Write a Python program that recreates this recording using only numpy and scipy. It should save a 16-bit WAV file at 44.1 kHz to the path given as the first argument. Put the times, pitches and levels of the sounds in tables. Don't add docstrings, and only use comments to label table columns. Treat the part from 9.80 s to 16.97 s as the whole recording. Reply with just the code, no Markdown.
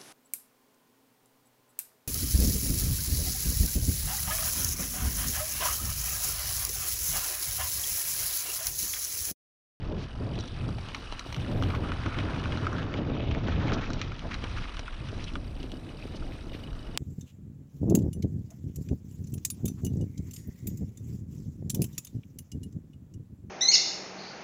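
import sys
import numpy as np
from scipy import signal
from scipy.fft import rfft, irfft, next_fast_len
from scipy.io import wavfile
from scipy.ndimage import uniform_filter1d, map_coordinates

SR = 44100
rng = np.random.default_rng(int(sys.argv[2]) if len(sys.argv) > 2 else 0)


def bounce(signal):
    frames = np.transpose(np.atleast_2d(signal))
    limited = np.clip(frames, -1, 1)
    pcm = np.round(limited * 32767).astype(np.int16)
    wavfile.write(sys.argv[1], SR, pcm)


N = 316135


def amp(db):
    return 10 ** (np.asarray(db) / 20)


def unit(x):
    return x / np.sqrt(np.mean(x ** 2) + 1e-20)


def curves(rows):
    s, *columns = np.transpose(rows)
    return [np.interp(np.arange(N) / SR, s, column) for column in columns]


def wobble(rate):
    knots = rng.standard_normal(int(N * rate / SR) + 4)
    return map_coordinates(knots, [np.arange(N) * rate / SR])


def filtered(x, response):
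    size = next_fast_len(x.shape[-1] + 8192)
    spectrum = rfft(x, size) * response(np.fft.rfftfreq(size, 1 / SR))
    return irfft(spectrum, size)[..., :x.shape[-1]]


def noise(spectrum, rate, lumpy_db):
    f, db = np.transpose(spectrum)

    def colour(hz):
        return amp(np.interp(np.log(hz + 1), np.log(f + 1), db, left=-120, right=-120))

    lumps = amp(lumpy_db * wobble(rate))
    return unit(lumps * filtered(rng.standard_normal(N), colour))


def ringing(x, modes):
    def response(f):
        return sum((-1) ** k * amp(db) * 1j * f * width / (hz * hz - f * f + 1j * f * width)
                   for k, (hz, width, db) in enumerate(modes))

    return filtered(x, response)


def burst(pulses, t60):
    t = np.arange(SR // 20) / SR
    puffs = signal.fftconvolve(pulses, amp(-60 * t / t60))[:N]
    return 6 * pulses + puffs * rng.standard_normal(N)


def grains(count, centre_hz, spread, cycles, spread_db):
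    at, size, phase = rng.random((count, 3)).T[:, :, None]
    hz = centre_hz * np.exp(spread * rng.standard_normal((count, 1)))
    k = np.arange(400)
    turns = hz * k / SR
    level = amp(-spread_db * np.log(1 - .99 * size))
    snaps = level * turns * np.exp(-3 * turns / cycles) * np.sin(2 * np.pi * (turns + phase))
    places = (at * N).astype(int) + k
    return unit(np.bincount(places.ravel(), snaps.ravel(), N + len(k))[:N])


def blows(events, bodies, rise, t60, push, size=N):
    out = np.zeros(size + SR // 12)
    t = np.arange(SR // 12) / SR
    for s, *parts_db in events:
        envelope = (1 - np.exp(-(t / rise) ** 2)) * amp(-60 * t / t60)
        rattle = envelope * rng.standard_normal(len(t))
        rattle[round(rise * SR)] += push
        start = round(s * SR)
        for gain, modes in zip(amp(parts_db), bodies):
            wider = [(hz, 2 * width, db) for hz, width, db in modes]
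            part = ringing(ringing(rattle, modes), wider)
            out[start:start + len(t)] += gain * part / np.abs(part).max()
    return out[:size]


# time_s, rub_db, crunch_db, grit_db
GROUND = [(0.0, -53, -58, -67), (0.96, -53.5, -56, -62.5), (1.24, -49, -53.5, -56),
          (1.64, -51.5, -52.5, -62), (2.14, -45, -48, -60), (2.85, -44, -50.5, -57.5),
          (3.17, -47, -56.5, -70), (3.39, -54, -49.5, -66), (3.71, -47, -48.5, -62),
          (3.89, -40, -47.5, -59.5), (4.03, -46, -49.5, -56.5), (4.31, -51, -52, -60.5),
          (4.81, -50.5, -52.5, -57.5), (5.09, -53, -53.5, -64.5), (5.39, -52, -54, -57),
          (5.61, -59.5, -57.5, -64.5), (6.59, -58, -59.5, -63), (7.17, -57, -61, -65)]
# pitch_hz, width_hz, gain_db
FRAME_MODES = [
    [(1078, 1010, 0.5), (1330, 276, 6.5), (1696, 275, -3)],
    [(2150, 670, -5), (2598, 136, 6.5), (2800, 810, -2), (3755, 750, -3)],
    [(3915, 250, 4.5), (5000, 380, -2.5), (5585, 330, 3.5), (7540, 5700, -7)],
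]


def tyres():
    clumps = 0.79 * wobble(7) + 1.15 * wobble(18)
    sand = amp(2.66 * wobble(150)) * rng.standard_normal((3, N))
    stones = grains(count=4000, centre_hz=1259, spread=0.45, cycles=2.5, spread_db=1.5)
    gravel = grains(count=5000, centre_hz=2810, spread=0.48, cycles=3.0, spread_db=5.5)
    grit = grains(count=6000, centre_hz=4600, spread=0.4, cycles=6.7, spread_db=-3.5)
    rub = unit(ringing(stones + 2.1 * sand[0], FRAME_MODES[0]))
    crunch = unit(ringing(gravel + .5 * stones + 2.44 * sand[1], FRAME_MODES[1]))
    fine = unit(ringing(grit + .5 * gravel + 1.17 * sand[2], FRAME_MODES[2]))
    rub_db, crunch_db, grit_db = curves(GROUND)
    return (amp(rub_db + 0.41 * clumps) * rub
            + amp(crunch_db + 1.5 * clumps) * crunch
            + amp(grit_db + 0.65 * clumps) * fine)


# start_s, deep_thud_db, light_thud_db (peaks)
ROCKS = [(0.885, -34, -34), (0.981, -58, -34.5), (1.084, -59, -36), (1.322, -44, -30), (1.461, -35, -37),
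         (1.523, -51, -35), (1.821, -26, -29), (1.962, -24, -43), (2.022, -29, -46), (2.382, -29, -32),
         (2.442, -26, -36), (3.145, -29, -37), (3.186, -24, -34), (3.216, -28, -42), (3.261, -31, -42),
         (3.298, -24, -31), (3.315, -25, -30), (3.349, -24, -33), (3.398, -24, -33), (3.428, -31, -34),
         (3.472, -29, -35), (3.544, -33, -38), (3.575, -29, -33), (3.683, -26, -28), (3.853, -21, -37),
         (3.888, -32, -38), (4.103, -27, -36), (4.44, -38, -40), (4.452, -50, -40), (4.467, -38, -41),
         (4.636, -29, -35), (4.655, -40, -44), (4.991, -37, -34), (5.327, -29, -36), (5.839, -30, -40),
         (5.935, -28, -44), (6.253, -28.5, -56), (6.345, -30, -46), (6.746, -26.5, -42)]
# pitch_hz, width_hz, gain_db
TYRE_MODES = [
    [(257, 150, 0)],
    [(513, 760, 0), (844, 500, 4.5)],
]


def bumps():
    return blows(ROCKS, TYRE_MODES, rise=0.002, t60=0.035, push=10)


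# start_s, low_pitch_hz, low_db, middle_pitch_hz, middle_db, high_db (peaks)
FRAME_HITS = [(0.553, 1660, -57, 3350, -38, -45), (0.587, 1220, -42, 3260, -35, -33),
              (0.597, 1080, -48, 3220, -46, -39), (0.605, 1170, -46, 3000, -47, -35),
              (0.635, 865, -37, 3360, -43, -45), (0.654, 1090, -55, 3230, -46, -45),
              (0.675, 980, -57, 3170, -41, -40), (0.887, 1290, -36.5, 2780, -39, -41),
              (0.983, 1000, -41, 2300, -34, -47), (1.085, 1260, -40, 3260, -30, -51),
              (1.145, 1800, -25, 2280, -28, -30.5), (1.322, 1070, -35, 3220, -28.5, -35),
              (1.392, 1400, -36, 2390, -27.5, -28.5), (1.408, 1380, -35, 2500, -42, -51),
              (1.468, 1280, -55, 3600, -37, -46), (1.524, 1090, -39, 2400, -29, -34),
              (1.543, 1450, -44, 2630, -25.5, -38), (1.562, 1080, -32.5, 3460, -31, -40),
              (1.606, 1180, -52, 2740, -42, -44), (1.66, 1120, -38, 2260, -43, -49),
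              (1.712, 1220, -34.5, 2800, -40, -54), (1.822, 1080, -24.5, 3150, -29.5, -42),
              (1.834, 1300, -45, 3000, -26.5, -42), (1.902, 1010, -32, 2410, -29, -38),
              (1.948, 1290, -31, 2370, -28, -52), (2.085, 1610, -56, 2450, -38, -57),
              (2.117, 1400, -22.5, 1830, -26, -51), (2.158, 1310, -39, 2660, -41, -53),
              (2.234, 1590, -56, 2150, -31, -63), (2.26, 1340, -26, 2440, -27, -42),
              (2.325, 1380, -44, 2610, -35, -58), (2.386, 1490, -27, 2520, -19.5, -54),
              (2.4, 1110, -41, 2450, -30, -52), (2.477, 1360, -35, 2240, -45, -52),
              (2.541, 1330, -31, 2360, -46, -51), (2.638, 1030, -36, 2880, -30, -49),
              (2.655, 1300, -24, 2050, -31, -49), (2.72, 1020, -41, 2540, -25.5, -46),
              (2.771, 1170, -28.5, 2580, -35, -36), (2.842, 1230, -30, 2400, -39, -49),
              (2.866, 1260, -17.5, 2100, -24.5, -59), (2.927, 1210, -25, 2350, -39, -41),
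              (2.981, 1500, -27.5, 2680, -38, -47), (3.027, 1450, -44, 2950, -33, -58),
              (3.138, 1080, -32, 2520, -25.5, -57), (3.271, 1130, -37, 2900, -47, -70),
              (3.364, 1180, -35, 2660, -53, -56), (3.511, 1090, -33.5, 2700, -26, -47),
              (3.547, 1820, -29, 2060, -33.5, -57), (3.585, 1040, -41, 2230, -40, -52),
              (3.673, 1110, -36, 2730, -30, -53), (3.681, 1080, -27.5, 2280, -30, -44),
              (3.72, 1010, -33, 2300, -43, -57), (3.87, 1260, -37, 2190, -33, -39.5),
              (3.88, 1200, -47, 2220, -27.5, -44), (3.918, 1190, -25.5, 2510, -24.5, -47),
              (3.938, 1030, -49, 3400, -26, -38), (4.101, 1320, -29, 2960, -43, -34.5),
              (4.131, 1660, -45, 2400, -32, -31), (4.192, 1160, -43, 3290, -33, -49),
              (4.213, 1330, -31, 2340, -20, -27), (4.317, 1430, -33.5, 2350, -32, -65),
              (4.391, 1570, -50, 2730, -30.5, -43), (4.507, 1300, -34, 2280, -39, -57),
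              (4.517, 1260, -33, 2440, -34, -45), (4.54, 1480, -31.5, 2520, -29, -31),
              (4.622, 1190, -41, 2730, -37, -48), (4.638, 1060, -48, 2640, -26.5, -37),
              (4.771, 1340, -32.5, 2500, -45, -54), (4.782, 1330, -31, 2330, -29.5, -51),
              (4.819, 1360, -39, 2850, -35, -57), (4.84, 1210, -36, 2740, -32.5, -55),
              (4.853, 1220, -34, 2760, -42, -53), (4.892, 1150, -40, 2850, -35, -52),
              (4.967, 1320, -37.5, 3290, -30.5, -46), (4.991, 1800, -34, 2380, -31, -34),
              (5.078, 1420, -29, 2100, -34, -53), (5.124, 930, -63, 2740, -38, -55),
              (5.285, 1250, -41, 2950, -37, -48), (5.439, 1160, -45, 3420, -34, -34.5),
              (5.478, 1120, -42, 2930, -36, -46), (5.534, 1360, -54, 3190, -39, -51),
              (5.553, 1240, -25.5, 2600, -26.5, -55), (5.828, 1300, -55, 3340, -33, -55),
              (5.916, 1360, -47, 3330, -30.5, -51), (6.422, 1120, -39, 2390, -64, -59),
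              (6.928, 1270, -42, 2950, -47, -50)]
SPOT_WIDTH = .42


def near_spot(modes, spot_hz):
    favoured = [(hz, width, db - 20 * np.log10(1 + (np.log(hz / spot_hz) / SPOT_WIDTH) ** 2))
                for hz, width, db in modes]
    return favoured + [(spot_hz, SPOT_WIDTH * spot_hz, 6)]


def knocks(events, rise, t60, push):
    out = np.zeros(N)
    for s, low_hz, low_db, middle_hz, middle_db, high_db in events:
        highs = [(hz, width, db + rng.normal(0, 1.5)) for hz, width, db in FRAME_MODES[2]]
        bodies = [near_spot(FRAME_MODES[0], low_hz), near_spot(FRAME_MODES[1], middle_hz), highs]
        row = (0.0006, low_db, middle_db, high_db)
        blow = blows([row], bodies, rise, t60, push, size=SR // 12)
        start = round(s * SR)
        out[start:start + len(blow)] += blow[:N - start]
    return out


RATTLES_PER_S, RATTLE_OVER_DB, RATTLE_SCATTER_DB = 30, 2, 2


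def rattles():
    draws = rng.random((round(RATTLES_PER_S * N / SR), 7))
    pair = np.arange(len(draws)) // 2 * 2
    at = np.clip(draws[pair, 0] * N / SR + .04 * draws[:, 1], 0, (N - 1) / SR)
    ground_db = np.transpose(curves(GROUND))[(at * SR).astype(int)]
    scatter_db = -RATTLE_SCATTER_DB * np.log(1 - .95 * draws[:, 2:5])
    low_db, middle_db, high_db = (ground_db + RATTLE_OVER_DB + scatter_db).T
    low_hz = 1000 * np.exp(0.75 * draws[:, 5])
    middle_hz = 2100 * np.exp(.5 * draws[:, 6])
    rows = np.column_stack([at, low_hz, low_db, middle_hz, middle_db, high_db])
    return knocks(rows, rise=0.0028, t60=0.057, push=3.3)


# start_s, length_s, centre_hz, width_hz, level_db
SCRAPE_EVENTS = [(0.175, 0.084, 2850, 3400, -48), (0.536, 0.23, 3460, 900, -52.5),
                 (1.89, 0.073, 1140, 403, -39), (2.031, 0.051, 1320, 300, -45),
                 (2.247, 0.027, 1350, 300, -42), (2.308, 0.069, 1340, 299, -44),
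                 (2.41, 0.077, 1310, 300, -50), (2.583, 0.03, 2980, 1200, -45),
                 (2.925, 0.11, 1550, 550, -41), (2.954, 0.051, 3030, 1490, -45.5),
                 (3.159, 0.039, 2960, 1500, -45), (3.665, 0.043, 1590, 1510, -44),
                 (3.812, 0.057, 900, 497, -42), (3.931, 0.02, 3980, 4000, -38),
                 (4.214, 0.04, 2760, 3000, -49), (4.011, 0.037, 1420, 1510, -40),
                 (4.42, 0.073, 620, 450, -43), (4.508, 0.048, 1800, 1800, -42),
                 (4.618, 0.066, 1070, 900, -43), (4.759, 0.035, 1900, 1790, -42.5),
                 (4.821, 0.037, 1800, 2000, -47), (5.4, 0.049, 2770, 2000, -50),
                 (5.466, 0.03, 2810, 1200, -44.5), (5.783, 0.072, 3130, 2000, -58),
                 (6.353, 0.024, 4460, 3000, -51.5), (6.731, 0.034, 2500, 2010, -50)]


def scrapes():
    t = np.arange(N) / SR
    rasp = amp(2.5 * wobble(120)) * rng.standard_normal(N)
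    out = np.zeros(N)
    for s, length, hz, width_hz, db in SCRAPE_EVENTS:
        mode = [(hz, width_hz, 0)]
        swell = np.abs(np.sin(np.pi * np.clip((t - s) / length, 0, 1))) ** .5
        out += amp(db) * swell * unit(ringing(ringing(rasp, mode), mode))
    return out


# time_s, ticks_per_s, click_db, ring_db
PURR = [(0, 42.5, -67, -63), (.5, 44, -62.5, -62), (.88, 43, -62.5, -60.5), (1.05, 51, -64.5, -59),
        (1.5, 58, -66, -58), (2.4, 61, -65, -60), (3.3, 59, -67, -63), (4.1, 49, -67, -64),
        (5.05, 45, -66, -64), (5.6, 32, -68, -66)]
# start_s, ring_db, click_db (peaks)
SINGLE_TICKS = [(5.611, -56, -58), (5.642, -56, -52), (5.676, -51, -48), (5.713, -53, -57),
                (5.751, -53, -51), (5.798, -46, -48), (5.848, -55, -57), (5.895, -50, -58),
                (5.939, -48, -50), (5.967, -50, -50), (6.045, -53, -57), (6.088, -44.5, -67),
                (6.119, -54, -56), (6.145, -52, -55), (6.169, -47, -48), (6.19, -56, -51),
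                (6.214, -54, -50), (6.238, -54, -50), (6.265, -52, -52), (6.292, -53, -52),
                (6.32, -49, -55), (6.345, -43, -55), (6.363, -48, -52), (6.396, -49, -50),
                (6.426, -55, -53), (6.444, -49, -51), (6.476, -51, -50), (6.519, -49, -64),
                (6.551, -53, -58), (6.578, -51, -57), (6.607, -47, -50), (6.64, -58, -56),
                (6.667, -56, -51), (6.693, -44, -55), (6.717, -43, -55), (6.744, -48, -59),
                (6.769, -54, -53), (6.802, -55, -53), (6.834, -42, -47), (6.871, -46, -60),
                (6.903, -47, -57), (6.929, -53, -55), (6.949, -51, -58), (6.989, -46, -49),
                (7.026, -46, -51), (7.048, -55, -58), (7.066, -47, -53), (7.109, -50, -54),
                (7.145, -44, -53)]
# pitch_hz, width_hz, gain_db
PAWL_MODES = [
    [(2920, 100, 5), (3790, 170, 0)],
    [(4620, 380, 4), (5470, 140, -1.5)],
]
FIRST_TOOTH = .8


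def freewheel():
    rate, click_db, ring_db = curves(PURR)
    purring = np.arange(N) < PURR[-1][0] * SR
    teeth_passed = np.floor(FIRST_TOOTH + np.cumsum(rate) / SR)
    teeth = purring * np.diff(teeth_passed, prepend=0)
    click_push = burst(teeth * amp(1.2 * wobble(20)), .02)
    click = unit(ringing(ringing(click_push, PAWL_MODES[1]), [(4800, 2000, 0)]))
    ring_push = burst(teeth * amp(2.5 * wobble(12)), .035)
    ring = unit(ringing(ringing(ring_push, PAWL_MODES[0]), [(2950, 500, 0)]))
    ticks = blows(SINGLE_TICKS, PAWL_MODES, rise=0.0008, t60=0.026, push=1.4)
    return amp(click_db) * click + amp(ring_db) * ring + ticks


# time_s, buffet_db, roar_db
GUSTS = [(0.0, -31.5, -48), (0.12, -40, -37), (0.16, -30.5, -35), (0.3, -46.5, -51), (0.42, -29.5, -37.5),
         (0.46, -36, -36), (0.6, -31, -41), (0.66, -48, -48), (0.76, -36, -48), (0.86, -30.5, -39),
         (0.98, -33, -48), (1.04, -43.5, -48.5), (1.22, -46.5, -49), (1.44, -54, -52), (1.58, -31.5, -40.5),
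         (1.62, -32.5, -39.5), (1.67, -39, -44), (1.69, -30.5, -36), (2.06, -32.5, -37),
         (2.25, -35.5, -43.5), (2.27, -31.5, -38), (2.31, -42, -41.5), (2.45, -31, -34.5),
         (2.55, -33, -37.5), (2.97, -31, -36.5), (3.11, -37.5, -37), (3.15, -34.5, -34), (3.39, -31.5, -36),
         (3.71, -32.5, -37), (3.81, -25.5, -34.5), (3.93, -33, -32), (4.07, -36.5, -42), (4.11, -34.5, -37),
         (4.41, -40, -49), (4.45, -40, -38.5), (4.49, -40.5, -44.5), (4.75, -40, -46), (4.81, -34, -45.5),
         (4.87, -64, -48), (5.01, -46, -51), (5.13, -53.5, -53.5), (5.21, -38, -45.5), (6.21, -46, -45.5),
         (6.37, -39.5, -44.5), (6.69, -47.5, -44), (6.77, -42.5, -47), (7.17, -42.5, -46)]
# time_s, level_db
THROB_LEVEL = [(0, -38.5), (.86, -43.5), (1.3, -43), (1.9, -38), (3.0, -42.5), (4.05, -36), (4.5, -40),
               (4.8, -34), (5.1, -42.5), (5.45, -34), (6.0, -41.5), (7.17, -41.5)]
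# pitch_hz, level_db (per Hz)
THROB_COLOUR = [(10, -48), (22, -2.5), (50, -8.5), (75, -14), (120, -79)]
BUFFET_COLOUR = [(30, -26), (60, -2.5), (105, 1.5), (160, -5.5), (300, -29.5)]
ROAR_COLOUR = [(90, -29), (170, -2), (260, 1), (400, -7), (650, -11), (1000, -21.5), (2000, -53)]


def wind():
    buffet_db, roar_db = curves(GUSTS)
    throb_db, = curves(THROB_LEVEL)
    eddies = wobble(25)
    return (amp(throb_db) * noise(THROB_COLOUR, 12, lumpy_db=2.5)
            + amp(buffet_db + 0.3 * eddies) * noise(BUFFET_COLOUR, 16, lumpy_db=0.7)
            + amp(roar_db + 0.09 * eddies) * noise(ROAR_COLOUR, 40, lumpy_db=2.0))


# time_s, level_db
HISS_LEVEL = [(0.02, -84), (.5, -72.5), (1.6, -68.5), (2.95, -73), (3.1, -88), (3.6, -100), (4.2, -90),
              (4.45, -76), (4.7, -71.5), (6.0, -72), (7.17, -73.5)]
# start_s, end_s, level_db
HISS_SPELLS = [(0.875, 1.23, -82), (1.34, 2.08, -75.5), (5.5, 7.3, -81.5)]
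# pitch_hz, level_db (per Hz)
HISS_COLOUR = [(5000, -41), (7000, -7), (8500, 0.5), (10300, -4), (11300, -12), (12000, -54)]
TOP_HISS_COLOUR = [(11000, -59), (12000, 8), (13200, -1), (15000, 5)]
SPELL_EDGE_S = 0.028


def treble_hiss(bike):
    hiss_db, = curves(HISS_LEVEL)
    t = np.arange(N) / SR
    spells = np.zeros(N)
    for start, end, db in HISS_SPELLS:
        spells += amp(db) * np.clip(np.minimum(t - start, end - t) / SPELL_EDGE_S, 0, 1)
    bends = np.diff(bike, n=2, prepend=[0, 0])
    sharp = np.sqrt(np.abs(uniform_filter1d(bends ** 2, size=300)))
    jolts = sharp / uniform_filter1d(sharp, size=SR // 3)
    return (amp(hiss_db) * jolts ** 0.63 * noise(HISS_COLOUR, 22, lumpy_db=1.0)
            + spells * jolts ** 0.9 * noise(TOP_HISS_COLOUR, 12, lumpy_db=3.0))


def housing(hz):
    return 1 / (1 + (hz / 6800) ** 14) * hz ** 2 / (hz ** 2 + 150 ** 2)


def mount(hz):
    return 1 / (1 + (hz / 7600) ** 12)


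def scene():
    hard = knocks(FRAME_HITS, rise=0.0016, t60=0.037, push=11)
    rolling = tyres() + rattles() + bumps() + scrapes() + freewheel()
    bike = filtered(rolling, housing) + filtered(hard, mount)
    return (bike + wind() + treble_hiss(rolling + hard))[None]


TOP_HZ = 15300


def record(dry):
    rounded = dry / (1 + np.abs(dry / .14) ** 4) ** (1 / 4)
    return filtered(rounded, lambda hz: hz < TOP_HZ)


dry = scene()
out = record(dry)
bounce(out)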